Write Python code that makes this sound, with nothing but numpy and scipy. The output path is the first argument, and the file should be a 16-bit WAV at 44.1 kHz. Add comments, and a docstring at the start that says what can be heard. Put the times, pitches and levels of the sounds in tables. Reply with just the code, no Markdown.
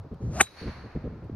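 """On a golf tee with tree lines around it, a golfer to the left drives a ball.
The club's swish is a noise band that climbs in pitch and level into the blow.
Coloured noise bursts make the crack, snap and thud; decaying sines make the hollow metal head ring.
The crack returns from the trees as washes of noise, while gusts rumble and flutter on the microphone
over a steady breeze. Small ticks of turf and tee follow the blow, and faint clicks sit close by."""
import sys
import numpy as np
from scipy import signal
from scipy.fft import rfft, irfft
from scipy.io import wavfile
from scipy.ndimage import uniform_filter1d, map_coordinates

SR = 44100
rng = np.random.default_rng(int(sys.argv[2]) if len(sys.argv) > 2 else 0)


def int16_out(signal):
    """Quantize to a 16-bit WAV file."""
    q = np.round(np.clip(np.atleast_2d(signal).T, -1, 1) * 32767)
    wavfile.write(sys.argv[1], SR, q.astype(np.int16))


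N = 59535
T = np.arange(N) / SR
HZ = np.maximum(np.arange(N // 2 + 1) * SR / N, 1)
# In every colour table the levels are relative: the noise is scaled to its own level afterwards.


def from_db(db):
    """Decibels to gain."""
    return 10 ** (np.asarray(db) / 20)


def rms_one(x):
    """Scale to unit power."""
    return x / np.sqrt(np.mean(x ** 2) + 1e-20)


def at_hz(points, hz):
    """Read a table along a log-frequency axis."""
    f, value = np.transpose(points)
    return np.interp(np.log(hz), np.log(f), value)


def noise(colour_db):
    """Unit-power noise: random phases under the given spectrum."""
    phase = 2 * np.pi * rng.random(len(HZ))
    return rms_one(irfft(from_db(colour_db) * np.exp(1j * phase), N))


def smooth(x, size):
    """Two passes of a moving average."""
    return np.abs(uniform_filter1d(uniform_filter1d(x, size), size))


def even(x, span_s):
    """Hold the power of a noise steady over the given span."""
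    power = np.abs(signal.hilbert(x)) ** 2 / 2
    return x / np.sqrt(smooth(power, max(int(span_s * SR), 1)) + 1e-9)


def swell(start, db, rise, fall, hold=0):
    """Attack, hold and release, straight in dB; rise and fall are seconds per 60 dB."""
    before = np.maximum(start - T, 0) / rise
    after = np.maximum(T - start - hold, 0) / fall
    return from_db(db - 60 * (before + after))


# left-right likeness of distant sound: f/Hz, correlation/share
LIKENESS = [(100, 0.998), (400, 0.67), (1000, .8), (2400, 0.64), (5000, .05), (12000, 1)]


def wide_noise(colour_db):
    """Stereo noise from mid and side parts, weighted for the likeness at each frequency."""
    alike = np.clip(at_hz(LIKENESS, HZ), -.99, .99)
    mid = irfft(rfft(noise(colour_db)) * np.sqrt(1 + alike), N)
    side = irfft(rfft(noise(colour_db)) * np.sqrt(1 - alike), N)
    return np.array([mid + side, mid - side])


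# colour of the breeze over the course: f/Hz, level/dB
BREEZE_COLOUR = [(20, -9), (70, 10), (150, 0), (400, 1.5), (750, -1.5), (1300, -6.5), (2000, -20),
                 (3200, -27), (4500, -23), (6500, -35), (8500, -46.5), (15000, -45)]
BREEZE_DB = -56.5


def breeze():
    """Steady moving air as a wide bed of coloured noise."""
    return from_db(BREEZE_DB) * wide_noise(at_hz(BREEZE_COLOUR, HZ))


# gusts on the microphone: start t/s, length/s, rumble level/dB, flutter level/dB
GUSTS = [(0.0, 0.0047, -35, -76), (0.047, 0.023, -45, -47), (0.115, 0.02, -36.5, -39.5),
         (0.148, 0.011, -41.5, -56), (0.205, 0.029, -45.5, -40), (0.228, 0.071, -29, -42),
         (0.304, 0.119, -35, -43), (0.614, 0.036, -42, -40), (0.659, 0.037, -32.5, -37),
         (0.746, 0.079, -45, -56), (0.839, 0.031, -41.5, -43.5), (0.953, 0.021, -30.5, -31),
         (0.988, 0.037, -43, -54.5), (1.041, .038, -33.5, -35), (1.081, 0.075, -39.5, -48),
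         (1.156, 0.0414, -44.5, -47.5), (1.222, 0.047, -38.5, -47), (1.296, 0.0029, -42.5, -32.5),
         (1.317, 0.037, -34.5, -46)]
# colour of the longer, low rumble: f/Hz, level/dB
RUMBLE_COLOUR = [(20, -25.5), (35, -18.5), (60, 5.5), (120, 6.5), (180, -2.5), (260, -12), (500, -54),
                 (4000, -100)]
# colour of the rough flutter: f/Hz, level/dB
FLUTTER_COLOUR = [(100, -10.5), (200, 2.5), (300, 1), (450, -3), (600, -11.5), (850, -30.5), (1500, -38),
                  (4000, -52), (9000, -90.5)]
GUST_RISE_S, RUMBLE_FALL_S, FLUTTER_FALL_S = 0.012, 0.12, 0.021  # seconds per 60 dB
WIND_SIDE_DB = -25.5  # side part against the mid


def wind():
    """Each gust buffets the microphone: rough flutter over a longer rumble, almost alike on both sides."""
    rumble = np.max([swell(t, rumble_db, GUST_RISE_S, RUMBLE_FALL_S, length)
                     for t, length, rumble_db, _ in GUSTS], axis=0)
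    flutter = np.max([swell(t, flutter_db, GUST_RISE_S, FLUTTER_FALL_S, length)
                      for t, length, _, flutter_db in GUSTS], axis=0)

    def buffeting():
        """One draw of turbulent pressure under the gust envelopes."""
        low = rumble * even(noise(at_hz(RUMBLE_COLOUR, HZ)), 0.0074)
        return low + flutter * even(noise(at_hz(FLUTTER_COLOUR, HZ)), 0.0083)

    mid, side = buffeting(), buffeting()
    return mid + from_db(WIND_SIDE_DB) * side * np.array([[1], [-1]])


# faint clicks: t/s, level/dB
CLICKS = [(0.144, -66), (1.244, -69)]
# colour of the clicks: f/Hz, level/dB
CLICK_COLOUR = [(800, -16), (3000, 9), (6000, -6), (11000, -3), (15000, -13)]


def clicks():
    """Faint, thin clicks close to the microphone, as short noise bursts."""
    return noise(at_hz(CLICK_COLOUR, HZ)) * sum(swell(t, db, .015, .023) for t, db in CLICKS)


# echoes from ground and trees: arrival t/s, level/dB, rise/s and fall/s per 60 dB, treble tilt/dB per octave
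ECHOES = [(0.42, -56.5, 0.023, 0.98, 6.5), (0.598, -50.5, 0.27, 0.84, 2), (0.679, -49, 0.11, 0.99, -1.5),
          (0.918, -56, 0.88, 2.07, -3.5)]
# colour of the echoes before their tilt: f/Hz, level/dB
ECHO_COLOUR = [(200, -15), (450, -5.5), (750, -1.5), (1700, -1), (2400, -4), (3400, -15.5), (4300, -12.5),
               (5200, -16.5), (6600, -21), (7600, -46.5), (9000, -29), (12000, -38), (15000, -56.5)]
# head modes that stand out in the echo: f/Hz, distance to quarter power/Hz, arrival t/s, level/dB,
# rise/s and fall/s per 60 dB
ECHO_RINGS = [(4444, 76, .59, -56, .12, 0.99), (4240, 380, 0.64, -59, 1, 1.14)]


def echoes():
    """Trunks and branches scatter the crack into soft washes that carry the head's ring."""
    out = np.zeros((2, N))
    for t, db, rise, fall, tilt in ECHOES:
        colour_db = at_hz(ECHO_COLOUR, HZ) + tilt * np.log2(HZ)
        out += wide_noise(colour_db) * swell(t, db, rise, fall)
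    for hz, width, t, db, rise, fall in ECHO_RINGS:
        peak_db = -20 * np.log10(1 + ((HZ - hz) / width) ** 2)
        out += wide_noise(peak_db) * swell(t, db, rise, fall)
    return out


# small ticks after the blow: t/s, level/dB
TICKS = [(0.424, -37.5), (0.439, -51), (0.4681, -45)]
# colour of the ticks: f/Hz, level/dB
TICK_COLOUR = [(200, -15), (1200, 3.5), (2500, 3), (3500, -7.5), (7000, -21.5), (14000, -31)]
TICK_RISE_S, TICK_FALL_S = .012, .06  # seconds per 60 dB


def ticks():
    """Brief scuffs of turf and tee, as bursts of evened noise."""
    envelope = sum(swell(t, db, TICK_RISE_S, TICK_FALL_S) for t, db in TICKS)
    return even(noise(at_hz(TICK_COLOUR, HZ)), .003) * envelope


# the downswing: t/s, pitch of the rushing air f/Hz, level/dB
SWING = [(0.19, 552.4, -85), (0.225, 563.5, -63.5), (0.299, 580.5, -63.5), (0.346, 629.2, -45.5),
         (0.369, 686, -39.5), (0.394, 768, -37), (0.402, 1342, -30), (0.408, 1826, -18.5),
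         (0.411, 1090, -21.5), (0.421, 695, -50.5), (0.46, 600.7, -74.5)]
# colour of the air torn by the club head: f/Hz, level/dB
HISS_COLOUR = [(300, -6.5), (700, -3), (1350, -4), (2400, -11.5), (3500, -16.5), (6500, -8), (12000, -29.5),
               (16000, -41.5)]
SWISH_WIDTH = .21  # share of the pitch
HISS_DB, HISS_FOLLOWS = -8, 0.87  # hiss level at a 0 dB swish; hiss dB per swish dB


def swish():
    """Eddies shed by shaft and head rise in pitch and level as the club speeds up, then die away."""
    t, hz, db = np.transpose(SWING)
    hz = np.interp(T, t, hz)
    db = np.interp(T, t, db, left=-120, right=-120)
    cycles = np.cumsum(hz) / SR
    # random amplitudes spaced in cycles, so the band widens with the pitch
    place = cycles * SWISH_WIDTH * 2
    knots = rng.standard_normal((2, int(place[-1]) + 2))
    a, b = (map_coordinates(k, [place], order=3) for k in knots)
    band = a * np.cos(2 * np.pi * cycles) + b * np.sin(2 * np.pi * cycles)
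    hiss = from_db(HISS_FOLLOWS * db + HISS_DB) * noise(at_hz(HISS_COLOUR, HZ))
    return from_db(db) * even(band, 0.0013) + hiss


SNAP_S = 0.4118  # the snap, which also starts the ring
# modes of the club head: f/Hz, level/dB, decay over 60 dB/s, build-up time constant/s
HEAD = [(3770, -25.5, 0.055, 0.028), (3900, -32, .22, .01), (4060, -48, .15, .01), (4479, -36, 0.096, .01),
        (6400, -31.5, .065, .03), (6121, -29, 0.077, 0.013), (6800, -28, 0.039, .0005),
        (8220, -17.5, .026, 0.00039), (8770, -21.5, 0.038, .0005), (9900, -43, .07, .0005),
        (10290, -25.5, .024, 0.00069), (11800, -25.5, 0.019, .0005)]
RING_WAVER_HZ, RING_WAVER_DB = 70, 3  # quarter-power rate and rms depth of the level waver


def head_ring():
    """The hollow head rings in modes, each building up and decaying at its own rate and wavering in level."""
    age = np.maximum(T - SNAP_S, 0)
    slow = -20 * np.log10(1 + (HZ / RING_WAVER_HZ) ** 2)
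    ring = np.zeros(N)
    for hz, db, t60, build in HEAD:
        level = from_db(db + RING_WAVER_DB * noise(slow))
        envelope = (1 - np.exp(-age / build)) * np.exp(-np.log(1000) * age / t60)
        ring += level * envelope * np.sin(2 * np.pi * hz * age)
    return ring


def resonances(modes):
    """Level in dB at each frequency of a set of damped resonances."""
    power = sum(from_db(db) ** 2 / (1 + ((HZ - hz) / (2 * width)) ** 2) ** 2 for hz, width, db in modes)
    return 10 * np.log10(power)


def burst(colour_db, envelope):
    """A short burst of pressure, recoloured after shaping so its broad spectrum keeps to the colour."""
    x = even(noise(colour_db), 0.0013) * envelope
    spectrum = rfft(x)
    broad_power = smooth(np.abs(spectrum) ** 2, 300)
    recoloured = irfft(spectrum / np.sqrt(broad_power + 1e-12) * from_db(colour_db), N)
    return x.std() * rms_one(recoloured)


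# damped resonances of ball and club: f/Hz, half the distance to quarter power/Hz, level/dB
CRACK_MODES = [(783, 70, 0.5), (1065, 48, -5), (1385, 90, -1.5), (1590, 38, 2), (1880, 37, 5),
               (2210, 140, 2.5), (2618, 71, -2.5), (2980, 68, -9), (3550, 150, -20.5), (6700, 350, -18)]
# colour of the snap and its fizz: f/Hz, level/dB
SNAP_COLOUR = [(1000, -17.5), (2500, -17), (3800, -1), (5000, -15.5), (6700, 8), (7500, 0.5), (8300, 9),
               (9500, -13.5), (10900, -11.5), (13000, -18), (16000, -25)]
# colour of the thud: f/Hz, level/dB
THUD_COLOUR = [(30, -4.5), (130, -3.5), (380, 1.5), (520, -3.5), (800, -3), (1400, -16.5), (3000, -34),
               (8000, -69.5)]
# every rise and fall is seconds per 60 dB
CRACK_S, CRACK_HOLD_S, CRACK_DB, CRACK_RISE_S, CRACK_FALL_S = 0.4092, 0.0026, -9, .022, 0.01
SNAP_DB, SNAP_RISE_S, SNAP_FALL_S = -10.5, .008, .018
FIZZ_DB, FIZZ_RISE_S, FIZZ_FALL_S = -22, .04, 0.097
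THUD_S, THUD_DB, THUD_RISE_S, THUD_FALL_S = 0.4135, -16.5, 0.016, .032


def blow():
    """Crack of the ball, bright snap of the face with a fizzing tail, and a low thud of air."""
    crack_swell = swell(CRACK_S, CRACK_DB, CRACK_RISE_S, CRACK_FALL_S, CRACK_HOLD_S)
    snap_swell = swell(SNAP_S, SNAP_DB, SNAP_RISE_S, SNAP_FALL_S)
    fizz_swell = swell(SNAP_S, FIZZ_DB, FIZZ_RISE_S, FIZZ_FALL_S)
    thud_swell = swell(THUD_S, THUD_DB, THUD_RISE_S, THUD_FALL_S)
    crack = burst(resonances(CRACK_MODES), crack_swell)
    snap = burst(at_hz(SNAP_COLOUR, HZ), snap_swell + fizz_swell)
    thud = burst(at_hz(THUD_COLOUR, HZ), thud_swell)
    return crack + snap + thud


# how far the left side leads: f/Hz, phase/radians
LEFT_LEAD = [(800, 0), (2500, .6), (4000, 1.7), (7500, 3.1), (9500, 4.2), (11000, 6.3), (12500, 7.3),
             (14000, 9.4)]
# how much louder the left side is: f/Hz, level/dB
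LEFT_LOUDER = [(300, .2), (550, 2.5), (850, 5.5), (1300, 2.5), (2500, 1.3), (5000, -.3), (9000, .7)]


def from_the_left(x):
    """The golfer's sound leads in phase on the left and is louder there over most of the range."""
    half_db = at_hz(LEFT_LOUDER, HZ) / 2
    half_lead = at_hz(LEFT_LEAD, HZ) / 2
    left = from_db(half_db) * np.exp(1j * half_lead)
    return irfft(rfft(x) * np.array([left, 1 / left]), N)


def scene():
    """The breeze, the gusts, the clicks, the echoes and the stroke."""
    stroke = from_the_left(ticks() + swish() + head_ring() + blow())
    return breeze() + wind() + clicks() + echoes() + stroke


THRESHOLD_DB, DUCK_SHARE = -7, .55  # share of the excess dB that is taken off
RELEASE_DB_PER_S, DUCK_ATTACK_S = 26, 0.0072  # attack as a time constant


def gain_control(x):
    """The gain drops just after a loud peak and creeps back, alike on both sides."""
    peak_db = 20 * np.log10(np.abs(x).max(axis=0) + 1e-9)
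    duck_db = np.maximum(peak_db - THRESHOLD_DB, 0) * DUCK_SHARE
    release = RELEASE_DB_PER_S * T
    held_db = np.maximum.accumulate(duck_db + release) - release
    pole = np.exp(-1 / (DUCK_ATTACK_S * SR))
    return x * from_db(-signal.lfilter([1 - pole], [1, -pole], held_db))


CEILING = 1.2  # amplitude that the rounded peaks approach
STOP_HZ = 16400  # from here up the treble is 70 dB down


def record(dry):
    """The gain ducks on loud peaks, the peaks are rounded and the top is cut."""
    rounded = CEILING * np.tanh(gain_control(dry) / CEILING)
    top_cut = signal.cheby2(16, 70, STOP_HZ, fs=SR, output="sos")
    return signal.sosfilt(top_cut, rounded)


dry = scene()
out = record(dry)
int16_out(out)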